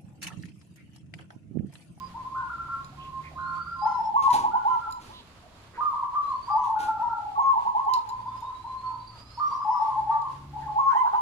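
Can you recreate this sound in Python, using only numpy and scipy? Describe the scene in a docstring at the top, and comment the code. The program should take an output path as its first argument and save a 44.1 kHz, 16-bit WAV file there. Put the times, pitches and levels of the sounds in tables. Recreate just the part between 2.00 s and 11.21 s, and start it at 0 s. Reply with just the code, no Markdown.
"""Zebra doves coo under a porch roof: one in a hanging cage close by, others answering around it.
Each coo swells in a low register, then sweeps up to a higher tone that sags and slides away;
faint overtones escape the closed beak. Small birds whistle thin rising notes and call hoarsely,
cages rustle and their bars ring with dry clicks. Behind them lie outdoor hiss, a receding
traffic rumble and the swelling hum of one far motor."""
import sys
import numpy as np
from scipy import signal
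from scipy.fft import rfft, irfft
from scipy.io import wavfile

SR = 44100
rng = np.random.default_rng(int(sys.argv[2]) if len(sys.argv) > 2 else 0)


def generate_wav(sig):
    """Save sig (samples, or channels by samples) to the path in sys.argv[1] as 16-bit PCM at SR."""
    pcm = np.round(np.clip(np.atleast_2d(sig).T, -1, 1) * 32767).astype(np.int16)
    wavfile.write(sys.argv[1], SR, pcm)


N = 406161
TIME, FREQS = np.arange(N) / SR, np.fft.rfftfreq(N, 1 / SR)


def amp(db):
    """Decibels to gain."""
    return 10 ** (np.asarray(db) / 20)


def unit(x):
    """Scales to rms 1."""
    return x / np.sqrt(np.mean(x ** 2) + 1e-20)


def read(points, hz):
    """Reads a curve on a log-frequency axis."""
    f, value = np.transpose(points)
    return np.interp(np.log(hz + 1), np.log(f + 1), value)


def add(mix, s, sound):
    """Mixes a sound in at time s."""
    part = mix[max(round(s * SR), 0):][:len(sound)]
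    part += sound[:len(part)]


def noise(eq, size):
    """Noise shaped by an EQ curve."""
    gain = amp(read(eq, np.fft.rfftfreq(size, 1 / SR)))
    return unit(irfft(rfft(rng.standard_normal(size)) * gain, size))


def band(hz, width_hz, size):
    """Noise in one resonance; centred on zero it is a slow random drift."""
    detune = 2 * (np.fft.rfftfreq(size, 1 / SR) - hz) / width_hz
    return unit(irfft(rfft(rng.standard_normal(size)) / np.sqrt(1 + detune ** 4), size))


def placed(x, pan_db, bearing=20):
    """Pans a source: bearing degrees to the left, it reaches that side sooner; pan_db is L minus R."""
    lag_s = .13 * np.sin(np.radians(bearing)) / 343
    delays = np.exp(1j * np.pi * lag_s * np.outer([1, -1], FREQS))
    return irfft(rfft(x) * delays, N) * amp([[pan_db / 2], [-pan_db / 2]])


# Stereo image of the beds: (frequency [Hz], left-right correlation [-1..1])
BED_CORRELATION = [(30, 0.98), (120, 0.9), (300, 0.8), (700, 0.56), (2000, -0.0069), (5000, -0.11),
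                   (14000, 0.12)]
def wide(eq):
    """Diffuse stereo noise, nearly mono in the bass."""
    same = read(BED_CORRELATION, FREQS)
    left, other = noise(eq, N), noise(eq, N)
    return np.array([left, irfft(same * rfft(left) + np.sqrt(1 - same ** 2) * rfft(other), N)])


# Reverb decay: (frequency [Hz], t60 [s])
PORCH_DECAY = [(200, 0.95), (1000, 0.47), (4000, 0.3), (12000, 0.2)]
def porch(x, correlation=.3, predelay_s=.0043, clump_db=3):
    """Clumped reflections from roof and walls, each band dying at its own speed."""
    taps = rng.standard_normal((2, SR)) * (np.arange(SR) > predelay_s * SR)
    taps *= amp(clump_db * band(0, 160, SR))
    taps[1] = correlation * taps[0] + np.sqrt(1 - correlation ** 2) * taps[1]
    hz, t, bands = signal.stft(taps, SR, nperseg=256)
    tail = signal.istft(bands * amp(-60 * t / read(PORCH_DECAY, hz)[:, None]), SR, nperseg=256)[1]
    return signal.fftconvolve(x[None], tail / np.linalg.norm(tail[0]), axes=1)[:, :N]


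# Air bed EQ: (frequency [Hz], gain [dB])
AIR_EQ = [(25, -6), (113, -2.5), (160, -10), (380, -10.5), (650, -10), (1150, -7.5), (1600, -14.5),
          (4600, -18.5), (5700, -25), (7300, -25), (8500, -31), (11000, -30), (13000, -41.5),
          (15500, -50.5)]
# Air bed pan: (frequency [Hz], left minus right [dB])
AIR_PAN = [(60, -1), (110, -0.5), (200, -0.5), (380, 1.5), (700, 0.5), (1290, -3), (2380, -4.0),
           (4400, -3.5), (8120, -2), (15000, 0.5)]
def outdoor_air(level_db=-55, drift_db=1.5):
    """A wide bed of hiss whose level wavers."""
    balance = amp(np.outer([.5, -.5], read(AIR_PAN, FREQS)))
    return amp(level_db + drift_db * band(0, 12, N)) * irfft(rfft(wide(AIR_EQ)) * balance, N)


# Traffic EQ: (frequency [Hz], gain [dB])
RUMBLE_EQ = [(25, -9.5), (50, 1), (75, 4.5), (130, 1), (200, -3), (330, -7.5), (500, -52), (900, -42.5)]
# Motor harmonics from the first up: (relative level [dB])
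MOTOR_HARMONICS = [-4.5, 0, -24.5, -16.5, -19.5]
# Motor revs: (peak time [s], length [s], firing rate [Hz], glide [Hz/s], level [dB])
MOTOR_REVS = [(0.016, 0.44, 89.2, -19, -52), (1.15, 1.68, 73.77, 15, -50), (4.898, 1.4, 54.8, 3, -59),
              (6.281, 0.39, 56.9, -6.5, -50.5), (7.101, 1.02, 57.17, 7.5, -53.5),
              (8.033, 0.27, 66.2, 8, -51), (8.55, 0.53, 70.46, 3.5, -45.5)]
def traffic(start_db=-53.5, fade_db_per_s=1, rev_rumble_db=-6, waver=.012):
    """Slowly receding rumble and one far motor, whose revs swell both its hum and the rumble."""
    hum, swells = np.zeros((2, N))
    for s, length, firing_hz, glide, db in MOTOR_REVS:
        swell = amp(db) * np.exp(-(2 * (TIME - s) / length) ** 2)
        hz = (firing_hz + glide * (TIME - s)) * (1 + waver * band(0, 12, N))
        phase = 2 * np.pi * np.cumsum(hz) / SR
        hum += swell * unit(sum(amp(h) * np.sin(k * phase) for k, h in enumerate(MOTOR_HARMONICS, 1)))
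        swells += swell
    rumble_gain = np.hypot(amp(start_db - fade_db_per_s * TIME), amp(rev_rumble_db) * swells)
    return hum + rumble_gain * wide(RUMBLE_EQ)


# Rustle EQ: (frequency [Hz], gain [dB])
RUSTLE_EQ = [(1000, 3.5), (2000, -1), (3700, 0), (5500, -3), (7200, -5), (8500, -8.5), (10800, -6.5),
             (13000, -15.5), (15500, -30.5)]
# Rustle cues: (time [s], length [s], rustle level [dB], thump level [dB])
RUSTLE_CUES = [(2.219, 0.05, -44.5, -73), (2.303, 0.025, -42.5, -78.5), (2.326, 0.039, -33.5, -44.5),
               (2.383, 0.063, -47, -47), (4.632, 0.062, -54.5, -72), (4.783, 0.095, -46.5, -52.5),
               (2.996, 0.16, -56, -60), (8.29, 0.12, -63, -74)]
def cage_rustles(grain_db=3, attack_share=.12, reverb_db=-3, thump_reverb_db=-6.5):
    """Grainy rustles in the cages, each over a soft low thump."""
    rustles, thumps = np.zeros((2, N))
    t = TIME[:SR // 2]
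    for s, length, db, thump_db in RUSTLE_CUES:
        envelope = np.minimum(t / (attack_share * length), 1) * np.exp(-(t / length) ** 2)
        grains = unit(noise(RUSTLE_EQ, len(t)) * amp(grain_db * band(0, 870, len(t))))
        add(rustles, s, envelope * amp(db) * grains)
        add(thumps, s, envelope * amp(thump_db) * band(310, 200, len(t)))
    low_end = thumps + amp(thump_reverb_db) * porch(thumps)
    return low_end + placed(rustles + amp(reverb_db) * porch(rustles), pan_db=-3, bearing=56)


# EQ of the dry transient: (frequency [Hz], gain [dB])
CRACK_EQ = [(400, -22), (1500, -10), (2600, -9.5), (4100, 6.5), (5500, 0.5), (8500, -8), (13000, -9.5),
            (15500, -22.5)]
# Cage bar modes: (frequency [Hz], relative level [dB], t60 [s])
BAR_MODES = [(2830, -16.5, .029), (4030, -2, .022), (4120, -2, 0.028), (4226, -4, 0.02),
             (4980, -4.5, 0.035), (7130, -7, 0.024), (10000, -15, .008), (11700, -17.5, .01)]
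# Click cues: (time [s], level [dB], tilt of the ring [dB/octave])
CLICK_CUES = [(.845, -48, 12), (2.304, -39, 7.5), (2.909, -50.5, 18), (2.923, -42, 16), (3.272, -53, -20),
              (4.701, -61, 21), (5.851, -56, 13), (5.936, -24.5, -3), (6.090, -46.5, 15.5), (6.094, -46, 6),
              (6.101, -50, 1), (6.405, -64, 24), (8.217, -51.5, 9)]
def cage_clicks(ticks_per_s=4, tick_db=-63, spread_db=4.5, crack_t60=.014, reverb_db=-7):
    """Dry clicks ring the bars, with faint random ticks as the birds shift their feet."""
    out, t = np.zeros(N), TIME[:SR // 2]
    draws = rng.random((int(ticks_per_s * N / SR), 3))
    ticks = [(when * N / SR, tick_db + spread_db * (2 * force - 1), 10 * bright)
             for when, force, bright in draws]
    for s, db, tilt in CLICK_CUES + ticks:
        click = noise(CRACK_EQ, len(t)) * amp(-60 * t / crack_t60)
        for hz, mode_db, t60 in BAR_MODES:
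            detuned_hz = hz * rng.uniform(.95, 1.03)  # no two bars alike
            ring = np.sin(2 * np.pi * (detuned_hz * t + rng.random())) * amp(-60 * t / t60)
            click += amp(mode_db + tilt * np.log2(hz / 4000)) * ring
        add(out, s, amp(db) * click * np.minimum(t / .002, 1))
    return placed(out + amp(reverb_db) * porch(out), pan_db=-6, bearing=56)


# Squawk automation: (time [s], pitch [Hz], level [dB], roughness [0..1])
SQUAWK_CURVES = [(8.87, 597, -47.5, 0.8), (8.915, 715, -38.5, 0.7), (8.945, 896, -47.5, 0.6),
                 (8.97, 960, -49.5, 0.17), (9.0, 1010, -44, 0.1), (9.02, 1100, -56, 0),
                 (9.035, 1094, -63, 0.3)]
# Squawk harmonics from the second up: (relative level [dB])
SQUAWK_HARMONICS = [10, -9, -22, -22, -16, -19.5, -14.5]
# Short call cues: (time [s], length [s], centre [Hz], bandwidth [Hz], level [dB])
# The cue at 8.657 s is a brief breathy coo-like note near 1060 Hz.
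SHORT_CALL_CUES = [(0.973, 0.13, 2940, 700, -56), (1.222, 0.086, 2140, 404, -51.5),
                   (3.116, 0.11, 3560, 1100, -52.5), (3.727, 0.074, 1500, 900, -51.5),
                   (0.905, 0.067, 755, 100, -58), (1.296, 0.063, 705, 140, -53.5),
                   (3.417, 0.082, 690, 89.5, -56), (3.717, 0.084, 398, 138, -58.5),
                   (8.082, 0.14, 1810, 495, -59.5), (8.608, 0.058, 1720, 350, -55.5),
                   (8.657, 0.067, 1064, 118, -43.5), (9.056, 0.033, 1270, 304, -40),
                   (9.125, 0.036, 1165, 456, -36.5)]
def hoarse_calls(jitter=.087, reverb_db=-6):
    """A squawk that clears as it rises, and short breathy calls farther off."""
    out = np.zeros(N)
    times, *lanes = np.transpose(SQUAWK_CURVES)
    t = np.arange(times[0], times[-1], 1 / SR)
    hz, db, rough = (np.interp(t, times, lane) for lane in lanes)
    phase = 2 * np.pi * np.cumsum(hz * (1 + jitter * rough * band(0, 500, len(t)))) / SR
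    squawk = unit(sum(amp(h) * np.sin(k * phase) for k, h in enumerate(SQUAWK_HARMONICS, 2)))
    add(out, times[0], amp(db) * squawk)
    for s, length, hz, width, db in SHORT_CALL_CUES:
        size = int(length * SR)
        add(out, s, amp(db) * band(hz, width, size) * signal.windows.tukey(size, .7))
    return placed(out + amp(reverb_db) * porch(out), pan_db=-6)


# Whistle cues: (time [s], length [s], start [Hz], top [Hz], glide curve [exponent, under 1 rises early],
# vibrato [share of pitch], end drop [share of pitch], loudest at [share of climb], pre-trim level [dB])
WHISTLE_CUES = [(0, 0.074, 4800, 4980, 1.6, .0042, .022, 1, -57.5),
                (1.346, .755, 3716, 5336, 0.66, 0.0062, 0.081, 0.79, -56.5),
                (1.776, 0.19, 3800, 4290, .9, 0.0042, .075, 0.94, -60.5),
                (4.221, .37, 3880, 4940, 1, .013, .03, 0.7, -58),
                (6.09, .37, 4270, 5140, 1.26, .012, .01, 1, -67),
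                (6.237, 1.11, 3462, 5010, 1.14, 0.0072, .05, 1, -57),
                (6.98, .62, 3880, 5750, 1, .024, .02, 0.66, -57),
                (7.25, 0.66, 3960, 5400, 0.78, 0.007, 0.059, 1, -57.5),
                (7.286, .12, 4400, 4630, .94, .005, .011, 1, -58)]
def whistles(drop_s=.06, vibrato_hz=8, swell_db=8.5, flutter_db=4.5, trim_db=-4, reverb_db=-4):
    """Thin, nearly pure glides of small birds: each climbs, swells and wavers more, then drops off."""
    out = np.zeros(N)
    for s, length, start_hz, top_hz, curve, depth, drop_share, loudest, db in WHISTLE_CUES:
        t = np.arange(0, length, 1 / SR)
        climb = np.minimum(t / max(length - drop_s, length / 2), 1)
        drop = np.clip(1 - (length - t) / drop_s, 0, 1)
        hz = (start_hz + (top_hz - start_hz) * climb ** curve) * (1 - drop_share * drop ** 2)
        jitter = .004 * band(0, 70, len(t))
        wander = .011 * climb * band(6, 10, 2 * SR)[:len(t)]
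        vibrato = depth * np.sqrt(climb) * np.sin(2 * np.pi * (vibrato_hz * t + rng.random()))
        phase = 2 * np.pi * np.cumsum(hz * (1 + jitter + wander + vibrato)) / SR
        tone = np.sin(phase) + amp(-26.5) * np.sin(2 * phase)
        shape_db = flutter_db * band(0, 46, len(t)) - swell_db * (1 - climb / loudest) ** 2
        add(out, s, amp(db + trim_db + shape_db) * signal.windows.tukey(len(t), .1) * tone)
    return placed(out + amp(reverb_db) * porch(out), pan_db=-10, bearing=0)


# Voice presets: (scoop pitch [Hz], scoop rise [share of pitch], scoop swell [dB], upward sweep [s],
# tone sag [Hz], long-note slide [Hz], slide time [s], long-note fade [dB])
DOVE_VOICES = {"near": (855, .06, 4.1, 0.0045, 28.4, 170, .03, 4.5),
               "deep": (858, 0.058, 10.1, 0.0042, 42.1, 79, 0.046, 4.3),
               "bright": (965, .13, 9, .003, 49.6, 138.6, 0.0706, 4),
               "soft": (891, 0.02, 0.5, 0.01, 26, 141.5, 0.04, -0.5),
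               "high": (1200, 0.24, 3, 0.0028, 40, 25, 0.013, 1),
               "plain": (1058, .02, 3, .01, 3.5, 3.5, .04, 0),
               "low": (840, 0.018, 6.6, .01, 35, 16, 0.033, 2.5),
               "far": (1230, .06, 6, .005, 22, 30, 0.036, 3)}
# Pitch waver per voice: (rms depth [Hz])
DOVE_WAVER = {"near": 6, "deep": 9, "bright": 13, "soft": 9, "high": 24, "plain": 3, "low": 24, "far": 30}
# Standing waves at each perch lift or swallow a passing glide: (centre [Hz], width [Hz], gain [dB])
STANDING_WAVES = {"near": (915, 76, 5.4), "deep": (878, 36, 2.4), "bright": (1140, 26, -7.5),
                  "soft": (1022, 10, 2.65), "high": (1365, 40, 0.85), "plain": (1060, 30, 0),
                  "low": (848, 42, 0.92), "far": (1270, 50, 0)}
# Overtones that escape the closed beak: (multiple of the pitch [ratio])
BEAK_OVERTONES = [2, 3, 4, 5, 6, 10]
# Throat colour on those overtones: (frequency [Hz], gain [dB])
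THROAT_EQ = [(1750, -42.5), (2050, -36.5), (2250, -51), (2800, -52.5), (3080, -38.5), (3280, -55),
             (4300, -56), (5300, -62.5), (5900, -49), (6450, -48), (7000, -59), (10800, -59.5)]
# Husk around a scoop at 846 Hz, transposed for each voice: (frequency [Hz], gain [dB])
HUSK_EQ = [(480, -50.5), (660, -19), (790, 1), (900, -3), (1150, -52.5), (3000, -100)]
def coo(voice, note, overtones_db, sixth_db, attack_s=.01, release_s=.016, long_s=.12, husk_db=-19.5):
    """One glide: a low scoop swells, the voice flips up to a tone, sags, and slides down as it closes."""
    scoop_s, scoop_db, tone_s, tone_hz, tone_db = note
    scoop_hz, rise, swell_db, sweep_s, sag_hz, slide_hz, slide_s, fade_db = DOVE_VOICES[voice]
    node_hz, node_width_hz, node_db = STANDING_WAVES[voice]
    t = np.arange(-scoop_s, tone_s + release_s, 1 / SR)  # zero at the flip
    through_scoop, through_tone = np.minimum(1 + t / scoop_s, 1), np.clip(t / tone_s, 0, 1)
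    upper = .5 + .5 * np.tanh(t / sweep_s)  # crossfade between registers
    spent = min(tone_s / long_s, 1) ** 2  # a long note runs out of air: it fades and slides in full
    slide = np.clip(1 + (t - tone_s - release_s / 2) / min(slide_s, tone_s), 0, 1) ** 2
    low_hz = scoop_hz * (1 + rise * (through_scoop - .5))
    high_hz = tone_hz - sag_hz * through_tone - slide_hz * (.15 + .85 * spent) * slide
    hz = (1 - upper) * low_hz + upper * high_hz
    low_db = scoop_db - swell_db * (1 - through_scoop)
    high_db = tone_db - fade_db * spent * through_tone ** 2
    envelope = np.sqrt(2) * amp((1 - upper) * low_db + upper * high_db)
    envelope *= np.sin(np.pi / 2 * np.minimum((t + scoop_s) / attack_s, 1)) ** 2
    envelope *= np.sin(np.pi / 2 * np.minimum((t[-1] - t) / release_s, 1)) ** 2
    lift_db = node_db / (1 + (2 * (hz - node_hz) / node_width_hz) ** 2)
    flutter_db = 1.1 * band(0, 100, len(t))
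    phase = 2 * np.pi * np.cumsum(hz + DOVE_WAVER[voice] * band(0, 160, len(t))) / SR
    overtones = sum(amp(read(THROAT_EQ, k * hz) + overtones_db + sixth_db * (k == 6)) * np.sin(k * phase)
                    for k in BEAK_OVERTONES)
    husk = amp(husk_db) * (1 - upper) * noise(np.multiply(HUSK_EQ, [scoop_hz / 846, 1]), len(t))
    shimmer = amp(3 * band(0, 83, len(t)))
    return envelope * (amp(lift_db + flutter_db) * np.sin(phase) + shimmer * overtones + husk)


# Mix per voice: (left minus right [dB], reverb send [dB], overtone trim [dB], # sixth-partial trim [dB], shift
# per copy [s; negative leaves the copies unshifted, on the song])
VOICE_MIX = {"near": (-1.6, -6, 0, -0.5, 0.22), "deep": (2.5, -4.5, -0.5, 11, -0.07),
             "bright": (-0.11, -0.87, -1.5, 0, .021), "soft": (1.2, 1.5, -8, 0, 0.26),
             "high": (-2.5, 2.5, -23, -0.5, -0.6), "plain": (-2.5, -10, -11, 1, 0.04),
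             "low": (0, 7, -21.5, 0, 0.5), "far": (0, 6.5, -18, 2, -1.5)}
# Direction per voice: (angle to the left [degrees])
VOICE_BEARINGS = {"near": 56, "deep": 7, "bright": -12, "soft": 15, "high": -8, "plain": -20, "low": 10,
                  "far": 0}
# Note cues per voice: (time of the register flip [s], scoop length [s], scoop level [dB],
# tone length [s], tone pitch [Hz], tone level [dB])
# "low" at 5.179 s is a low lingering ring after the last coo of the deep dove's phrase;
# "plain" at 5.790 s is a held level tone continuing the near dove's short coo.
NOTE_CUES = { "near": [(2.166, 0.031, -18.5, 0.11, 1103, -19), (2.364, 0.029, -18.5, 0.023, 1000, -27.5),
             (2.461, .028, -20.5, 0.022, 1004, -28.5), (2.557, .028, -19, 0.022, 1034, -25),
             (2.675, 0.029, -20.5, 0.085, 1029, -23), (5.355, .006, -44, 0.02, 1140, -31),
             (5.397, .03, -20.5, .14, 1098, -20), (5.579, 0.027, -20.5, 0.019, 1005, -28),
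             (5.675, 0.027, -20.5, 0.02, 1019, -28.5), (5.771, .028, -20, .024, 1035, -26),
             (5.887, .026, -20.5, 0.088, 1034, -22.5), (8.788, 0.035, -21, .14, 1097, -20),
             (8.967, 0.022, -18.5, 0.058, 1035, -22), (9.058, .026, -20, 0.019, 1025, -25.5),
             (9.154, 0.027, -20, 0.031, 1024, -25)], "deep": [(1.872, .058, -20, .12, 1038, -30),
             (2.012, .033, -22.5, 0.031, 946, -30.5), (2.084, 0.037, -30.5, .015, 886, -31.5),
             (2.297, 0.032, -21.5, 0.021, 1013, -20), (4.574, 0.077, -22.5, 0.11, 1005, -31.5),
             (4.705, .035, -24, 0.033, 920, -31), (4.783, 0.029, -24.5, 0.009, 870, -30.5),
             (4.896, 0.049, -23, 0.018, 896, -31), (5.025, 0.036, -23.5, .11, 959, -29.5),
             (7.706, .062, -21.5, .11, 1000, -30.5), (7.832, 0.04, -23.5, .019, 933, -30),
             (7.894, 0.029, -26, 0.0099, 900, -36.5), (7.992, .038, -24, 0.012, 907, -34),
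             (8.108, 0.045, -22, 0.058, 926, -26.5)], "bright": [(3.808, 0.037, -27, 0.12, 1233, -25.5),
             (3.952, .03, -26.5, 0.053, 1173, -29), (4.043, 0.024, -23.5, 0.044, 1179, -32),
             (4.150, 0.028, -27, 0.18, 1173, -24), (4.492, .026, -29, .19, 1174, -27),
             (7.398, 0.027, -29, 0.13, 1213, -27.5), (7.535, .028, -30, .035, 1182, -31),
             (7.618, 0.024, -29, .04, 1172, -29), (7.745, 0.02, -31.5, 0.19, 1165, -27),
             (8.108, 0.027, -33, .165, 1172, -28.5)], "soft": [(.162, .024, -35.5, .065, 1060, -37.5),
             (.256, .012, -47, 0.17, 1061, -35.5), (6.112, .016, -26.5, .024, 1058, -35),
             (6.268, .016, -28, 0.019, 1073, -33.5), (6.433, .016, -29.5, 0.071, 1064, -36.5),
             (6.657, 0.019, -32, 0.25, 1044, -37.5), (6.925, .015, -44, 0.049, 989, -41)],
             "high": [(.361, 0.019, -37, .13, 1473, -40.5), (.503, 0.016, -37, 0.04, 1400, -37),
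             (.590, 0.014, -39, 0.042, 1385, -37), (.688, .012, -43, 0.074, 1390, -36.5),
             (1.388, .02, -38, 0.078, 1459, -39.5), (1.485, 0.022, -41, 0.049, 1410, -38),
             (1.580, .02, -37.5, 0.04, 1398, -38), (1.671, .018, -39, .075, 1402, -38),
             (1.855, 0.019, -44, 0.068, 1395, -40), (2.520, 0.019, -43, 0.13, 1445, -44.5),
             (2.705, .018, -47.5, .05, 1384, -41.5), (2.810, .018, -46, 0.07, 1386, -38.5),
             (4.762, 0.017, -42, 0.12, 1450, -42), (4.888, .018, -42, 0.048, 1392, -39),
             (4.992, .018, -43, 0.037, 1370, -40.5), (5.098, 0.017, -39.5, 0.071, 1377, -38.5)],
             "plain": [(.005, 0.0055, -37, 0.04, 1047, -38.5), (.705, .028, -43, 0.11, 1087, -37.5),
             (1.001, 0.032, -44.5, .09, 1070, -40.5), (1.150, 0.049, -40.5, 0.047, 1064, -35.5),
             (1.383, .03, -38.5, 0.199, 1058, -37), (1.784, 0.031, -42, .057, 1052, -35.5),
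             (5.790, .01, -39, 0.1, 1088, -28.5)], "low": [(5.179, .045, -40, .2, 833, -37.5),
             (8.58, .055, -34, .18, 873, -37.5)], "far": [(5.96, .022, -64, .1, 1287, -57),
             (6.31, .021, -62, 0.055, 1285, -59), (6.49, .02, -62, .05, 1270, -60),
             (6.83, .017, -62, .14, 1314, -57), (7.12, .02, -53, 0.26, 1263, -59)]}
def doves(copy_db=-14):
    """Doves sing from their perches; the farther one sits, the more the porch blurs it."""
    out = np.zeros((2, N))
    for voice, (pan_db, reverb_db, overtones_db, sixth_db, shift_s) in VOICE_MIX.items():
        song, copies = np.zeros((2, N))
        for flip_s, *note in NOTE_CUES[voice]:
            add(song, flip_s - note[0], coo(voice, note, overtones_db, sixth_db))
        for k in (1, 2):  # two fainter copies of the song, shifted later; with a negative shift they fall right on the song
            add(copies, k * shift_s, amp(k * copy_db) * song)
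        send = amp(reverb_db)
        track = song + copies + send * porch(song)
        out += placed(track, pan_db, VOICE_BEARINGS[voice]) / np.hypot(1, send)
    return out


def scene():
    """Doves in front, other birds and cages around them, the street behind."""
    return doves() + whistles() + hoarse_calls() + cage_rustles() + cage_clicks() + outdoor_air() + traffic()


def record(dry):
    """A steep high cut at 15650 Hz on the master."""
    high_cut = signal.firwin(511, 15650, window=("kaiser", 9), fs=SR)
    return signal.oaconvolve(dry, high_cut[None], "same")


dry = scene()
out = record(dry)
generate_wav(out)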